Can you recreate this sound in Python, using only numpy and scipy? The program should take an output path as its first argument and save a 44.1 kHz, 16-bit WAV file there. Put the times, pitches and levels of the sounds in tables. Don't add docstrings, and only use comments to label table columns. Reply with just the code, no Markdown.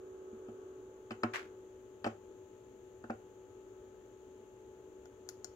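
import sys
import numpy as np
from scipy import signal
from scipy.fft import rfft, irfft, next_fast_len
from scipy.io import wavfile
from scipy.ndimage import uniform_filter1d

SR = 44100
rng = np.random.default_rng(int(sys.argv[2]) if len(sys.argv) > 2 else 0)


def unload_wav(signal):
    wavfile.write(
        sys.argv[1],
        SR,
        np.round(np.clip(np.atleast_2d(signal).T, -1, 1) * 32767).astype(np.int16),
    )


N = 244755


def undb(db):
    return 10 ** (np.asarray(db) / 20)


def along(hz, points_hz, values):
    return np.interp(np.log(np.maximum(hz, 1)), np.log(points_hz), values)


def coloured(db_per_hz, size, channels=1):
    white = rfft(rng.standard_normal((channels, size)))
    return irfft(white * undb(db_per_hz) * np.sqrt(SR / 2), size)


def walk(rate_hz):
    hold = int(SR / rate_hz)
    steps = np.repeat(rng.standard_normal(N // hold + 1), hold)
    return 0.99 * uniform_filter1d(uniform_filter1d(steps, hold), hold)[:N]


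def add(out, start_s, sound):
    i = int(start_s * SR)
    out[i:i + len(sound)] += sound[:len(out) - i]


def pan(left_minus_right_db):
    return undb(np.array([[.5], [-.5]]) * left_minus_right_db)


def ring(modes, rise_ms):
    detune = .015
    t = np.arange(SR // 3) / SR
    hz, db, t60_s = (c[:, None] for c in np.transpose(modes))
    gain = undb(db + 1.5 * rng.standard_normal(db.shape))
    gain[1::2] *= -1
    hz = hz * (1 + detune * rng.standard_normal(db.shape))
    decay = np.exp(-np.log(1000) * t / np.maximum(t60_s, 1e-3))
    ringing = np.sum(gain * decay * np.sin(2 * np.pi * hz * t), axis=0)
    return ringing * (1 - np.exp(-t * 1000 / rise_ms))


def landings():
    # t/s, desk thump/dB, base knock/dB, cover clack/dB, crackle/dB, contact softness [0-1]
    touches = [(0.328, -48.5, -72, -75, -85, .3), (0.484, -47.5, -49.5, -62, -72, 1),
               (1.107, -44, -40.5, -43, -53, 0.08), (1.116, -45.5, -56, -54, -48.5, .4),
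               (1.233, -36.5, -28.5, -36.5, -39, 0.04), (1.242, -34, -56, -53, -62, 0.5),
               (2.043, -43, -34, -34.5, -46, 0.16), (2.053, -53, -37, -61, -55, .9),
               (2.063, -35, -27.5, -51, -47, 0.9), (2.072, -54, -39.5, -47.5, -51.5, 0.3),
               (3.039, -48, -48.5, -61, -68, 0.24), (3.098, -37, -31.5, -63, -59, 0.69),
               (3.103, -44.5, -44.5, -50, -56, 0.3)]
    # f/Hz, level/dB, t60/s
    desk_modes = [(110.3, -9.5, 0.26), (232, 5.5, 0.12), (330, 3, 0.095)]
    base_modes = [(402, -10, 0.042), (480, -6, 0.069), (541, -2, 0.058), (594, -1, 0.057), (716, -10, 0.11),
                  (773, -9.5, 0.086), (853, -4.5, 0.074)]
    shell_modes = [(1042, -1.5, 0.047), (1120, 3, 0.022), (1255, 5, 0.024), (1470, 2, 0.021),
                   (1685, 4, 0.0082)]
    cover_modes = [(1890, 0.5, 0.012), (1970, 2, 0.013), (2154, 1.5, 0.0096), (2254, -1.5, 0.011),
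                   (2560, 3, 0.01), (2720, -2, 0.012), (3040, -6.5, 0.013)]
    button_modes = [(4250, 3, 0.0071), (5000, 0, 0.015), (7350, -24, 0.0065), (11500, -11, 0.0036)]
    # f/Hz, relative level/dB
    crackle_spectrum = [(800, -7), (2000, 11.5), (4000, -2), (7500, 2), (9000, -13.5), (15500, -22)]
    shell_re_base_db, button_re_cover_db, chatter_decay_ms = (-1.5, -15), (-0.5, -28), (2.9, 5.9)
    mouse_room_db, base_room_db, button_room_db, mouse_pan_db = -0.5, -3.5, -15, -2.5

    mouse, base, buttons, desk = np.zeros((4, N))
    size = SR // 20
    t_ms = np.arange(size) / SR * 1000
    crackle_colour_db = along(np.fft.rfftfreq(size, 1 / SR), *np.transpose(crackle_spectrum))
    for s, desk_db, base_db, cover_db, crackle_db, soft in touches:
        shell_db = base_db + np.interp(soft, (0, 1), shell_re_base_db)
        button_db = cover_db + np.interp(soft, (0, 1), button_re_cover_db)
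        fade = np.exp(-t_ms / np.interp(soft, (0, 1), chatter_decay_ms))

        chatter = 0.071 * rng.standard_normal(size) * fade
        chatter[0] = -4.5
        chatter /= np.sqrt(np.sum(chatter ** 2))
        body = undb(shell_db) * ring(shell_modes, 0.17)
        body += undb(cover_db) * ring(cover_modes, 0.17)
        add(mouse, s, signal.fftconvolve(chatter, body))

        crackle = coloured(crackle_colour_db, size)[0]
        crackle_shape = fade * np.minimum(t_ms / 0.85, 1)
        add(mouse, s, undb(crackle_db) * crackle / crackle.std() * crackle_shape)

        add(buttons, s + 0.0015, undb(button_db) * ring(button_modes, 0.31))
        add(base, s, undb(base_db) * ring(base_modes, 0.21))
        add(desk, s, undb(desk_db) * ring(desk_modes, 4.0))
    out = room(mouse, mouse_room_db) * pan(mouse_pan_db)
    out += room(base, base_room_db)
    out += room(buttons, button_room_db)
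    return out + desk


def tick_and_snaps():
    # t/s, level/dB, gain above 9 kHz/dB, gain below 4 kHz/dB, rebound re first/dB
    button_events = [(5.056, -58.5, 3, 13.5, 1), (5.2888, -43, 2, 1.2, 10), (5.4443, -38.5, -8, -1, 7)]
    # f/Hz, level/dB, t60/s
    click_modes = [(720, -15.5, 0.015), (1410, -11, 0.019), (2000, -17.5, 0.007), (2520, -16, 0.0046),
                   (3400, -19, 0.0051), (4380, -7.5, 0.0045), (5500, 1, 0.0058), (6000, -6, 0.0035),
                   (6130, 3.5, 0.0041), (6840, 5, 0.0092), (8600, -10, 0.0059), (10400, -1.5, 0.0023),
                   (11800, -12, .003), (14900, -6, .003)]
    rebound_ms, room_db, pan_db = .76, -7.5, -0.5
    out = np.zeros(N)
    for s, db, treble_db, body_db, rebound_db in button_events:
        modes = [(hz, mode_db + treble_db * (hz > 9000) + body_db * (hz < 4000), t60_s)
                 for hz, mode_db, t60_s in click_modes]
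        add(out, s, undb(db) * ring(modes, 0.24))
        add(out, s + rebound_ms / 1000, -undb(db + rebound_db) * ring(modes, 0.11))
    return room(out, room_db) * pan(pan_db)


def skids():
    # t/s, level/dB, rise/s, hold/s, t60/s
    slides = [(1.333, -40, 0.0048, 0.025, 0.25)]
    # f/Hz, relative level/dB
    friction_spectrum = [(150, -50), (300, -3), (600, -2.5), (1500, 6), (2200, 3), (3500, -7),
                         (5000, -13.5), (7000, -10), (10000, -24.5), (15000, -31)]
    pan_db = -3
    out, size = np.zeros((2, N)), SR // 2
    t = np.arange(size) / SR
    colour_db = along(np.fft.rfftfreq(size, 1 / SR), *np.transpose(friction_spectrum))
    for s, db, rise_s, hold_s, t60_s in slides:
        rub = coloured(colour_db, size, channels=2)
        grain = undb(3.0 * walk(700)[:size] + 1.5 * walk(90)[:size])
        shape = np.minimum(t / rise_s, 1) * undb(-60 * np.maximum(t - hold_s, 0) / t60_s)
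        sides = rub / rub.std() * grain * shape * undb(db) * pan(pan_db)
        for line, side in zip(out, sides):
            add(line, s, side)
    return out


def fan():
    # t/s, level/dB (used re its mean), left minus right/dB
    turning = [(0.0, -52.5, -2), (0.66, -51, -0.5), (0.85, -54.5, -0.5), (1.08, -56, 1), (1.3, -52, 2),
               (1.5, -54, 2), (1.68, -58, 1.5), (1.99, -60, 3.5), (2.32, -58.5, 4), (2.6, -61.5, 4),
               (3.23, -58.5, 3), (3.91, -57.5, 3), (4.39, -60, 3), (4.68, -59, 3), (5.55, -58, 3)]
    # multiple of shaft speed, left level/dB, right level/dB, left phase lead/rad, share of swell
    orders = [(7, -55.5, -57, -0.46, 0.89), (8, -67, -70.5, -0.25, 0.92), (9, -72.5, -70.5, -0.23, 0.41),
              (11, -79, -71.5, -0.25, .1), (12, -83, -78.5, 0.5, 0.034), (16, -74, -69.5, -1.4, 0.18),
              (20, -95.5, -86.5, 6.5, 0.73), (21, -85, -91, 0, 0.96), (24, -79, -86.5, 2.4, 0.78)]
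    # f/Hz, level per Hz/dB, likeness of left and right [0-1]
    air_spectrum = [(20.3, -105, 0), (61.6, -88, 0.8), (72.5, -90, 1), (115.4, -85, 0.87), (141, -100, 1),
                    (196, -93, 0.86), (284, -87, 0.96), (423, -80.5, 1), (511, -90.5, 0.9),
                    (696, -101, 0.84), (1573, -104, 0), (2070, -112, 0), (3100, -111, 0.1),
                    (4950, -124, 0.2), (16100, -124, 0)]
    # from f/Hz, to f/Hz, share of swell, share of pan
    direct_bands = [(258, 570, 0.5, 0.73), (654, 880, 0.58, 0.79), (1090, 1650, 0.65, 0.17)]
    shaft_hz = 53.64
    lead_ms_per_db = 0.08

    s, level_db, pan_db = np.transpose(turning)
    t = np.arange(N) / SR
    swell_db = np.interp(t, s, level_db - np.mean(level_db))
    pan_db = np.interp(t, s, pan_db)
    sides_db = np.outer([.5, -.5], pan_db)

    shaft_phase = 2 * np.pi * np.cumsum(shaft_hz * (1 + 0.00048 * walk(3.1))) / SR
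    out = np.zeros((2, N))
    for multiple, left_db, right_db, lead_rad, share in orders:
        turning_lead = 2 * np.pi * multiple * shaft_hz * lead_ms_per_db / 1000 * pan_db
        phase = multiple * shaft_phase + rng.uniform(0, 2 * np.pi)
        phase = phase + np.outer([1, 0], lead_rad + turning_lead)
        waver_db = 1.52 * walk(4.38)
        tone_db = np.array([[left_db], [right_db]]) + share * swell_db + sides_db + waver_db
        out += np.sqrt(2) * undb(tone_db) * np.sin(phase)

    size = next_fast_len(N)
    hz = np.fft.rfftfreq(size, 1 / SR)
    points_hz, air_db, alike = np.transpose(air_spectrum)
    mid, side = rfft(coloured(along(hz, points_hz, air_db), size, channels=2))
    alike = np.clip(along(hz, points_hz, alike), 0, 1)
    air = np.sqrt((1 + alike) / 2) * mid + np.outer([1, -1], np.sqrt((1 - alike) / 2) * side)
    out += irfft(air, size)[:, :N]
    for lo_hz, hi_hz, share, pan_share in direct_bands:
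        band = irfft(air * ((hz >= lo_hz) & (hz < hi_hz)), size)[:, :N]
        out += band * (undb(share * swell_db + pan_share * sides_db) - 1)
    return out


def room(dry, wet_db):
    # f/Hz, quick scatter off desk and clutter/dB, late tail/dB, late t60/s
    reflections = [(292, -15.5, -4, 0.39), (780, -10.5, -11, 0.27), (2020, 2.5, -3, 0.21),
                   (5000, -6, -8, 0.28), (11900, 2, -8, 0.22)]
    scatter_t60_s, left_lead_ms = 0.029, 0.18
    size = SR // 2
    t, hz = np.arange(size) / SR, np.fft.rfftfreq(size, 1 / SR)
    tail = np.zeros((2, size))
    points_hz, *columns = np.transpose(reflections)
    for centre_hz in 100 * 2 ** np.arange(0, 7.5, .5):
        bell_db = -60 * np.log2(np.maximum(hz, 1) / centre_hz) ** 2
        band = coloured(bell_db, size, channels=2)
        alike = np.clip(1 - centre_hz / 900, 0, 1)
        band[1] = alike * band[0] + np.sqrt(1 - alike ** 2) * band[1]
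        scatter_db, late_db, late_t60_s = (along(centre_hz, points_hz, c) for c in columns)
        fade = 0
        for db, t60_s in ((scatter_db, scatter_t60_s), (late_db, late_t60_s)):
            fade = fade + undb(db - 60 * t / t60_s) * np.sqrt(6 * np.log(10) / t60_s)
        tail += band * fade
    response = tail * np.minimum(t / 0.0027, 1) * undb(wet_db) * 2 / SR
    response[0, 0] += 1
    response[1, int(left_lead_ms * SR / 1000)] += 1
    return signal.fftconvolve(dry[None], response, axes=1)[:, :N]


def scene():
    return landings() + tick_and_snaps() + skids() + fan()


def record(dry):
    # f/Hz, left gain/dB, right gain/dB
    ports = [(296, 0, 1), (1410, 2, -1), (4700, 3.5, -2.5), (5840, 1.5, -4), (7000, 0.5, -19),
             (7970, 1, -6.5), (8560, -6, -10.5), (10440, 4.5, -4), (12600, -1.5, 2), (15000, 0, 1)]
    # f/Hz, level per Hz/dB
    left_hiss = [(5000, -135), (5800, -113), (6750, -100), (7800, -114), (8500, -140)]
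    top_hz = 15700
    points_hz, *sides_db = np.transpose(ports)
    hz = np.fft.rfftfreq(1024, 1 / SR)
    cepstrum = irfft(np.log([undb(along(hz, points_hz, db)) for db in sides_db]))
    cepstrum[:, 1:512] *= 2
    cepstrum[:, 513:] = 0
    port_responses = irfft(np.exp(rfft(cepstrum)))
    heard = signal.fftconvolve(dry, port_responses, axes=1)[:, :N]
    size = next_fast_len(N)
    hiss_db = along(np.fft.rfftfreq(size, 1 / SR), *np.transpose(left_hiss))
    heard[0] += coloured(hiss_db, size)[0, :N]
    return signal.sosfilt(signal.ellip(10, .2, 80, top_hz, fs=SR, output="sos"), heard)


dry = scene()
out = record(dry)
unload_wav(out)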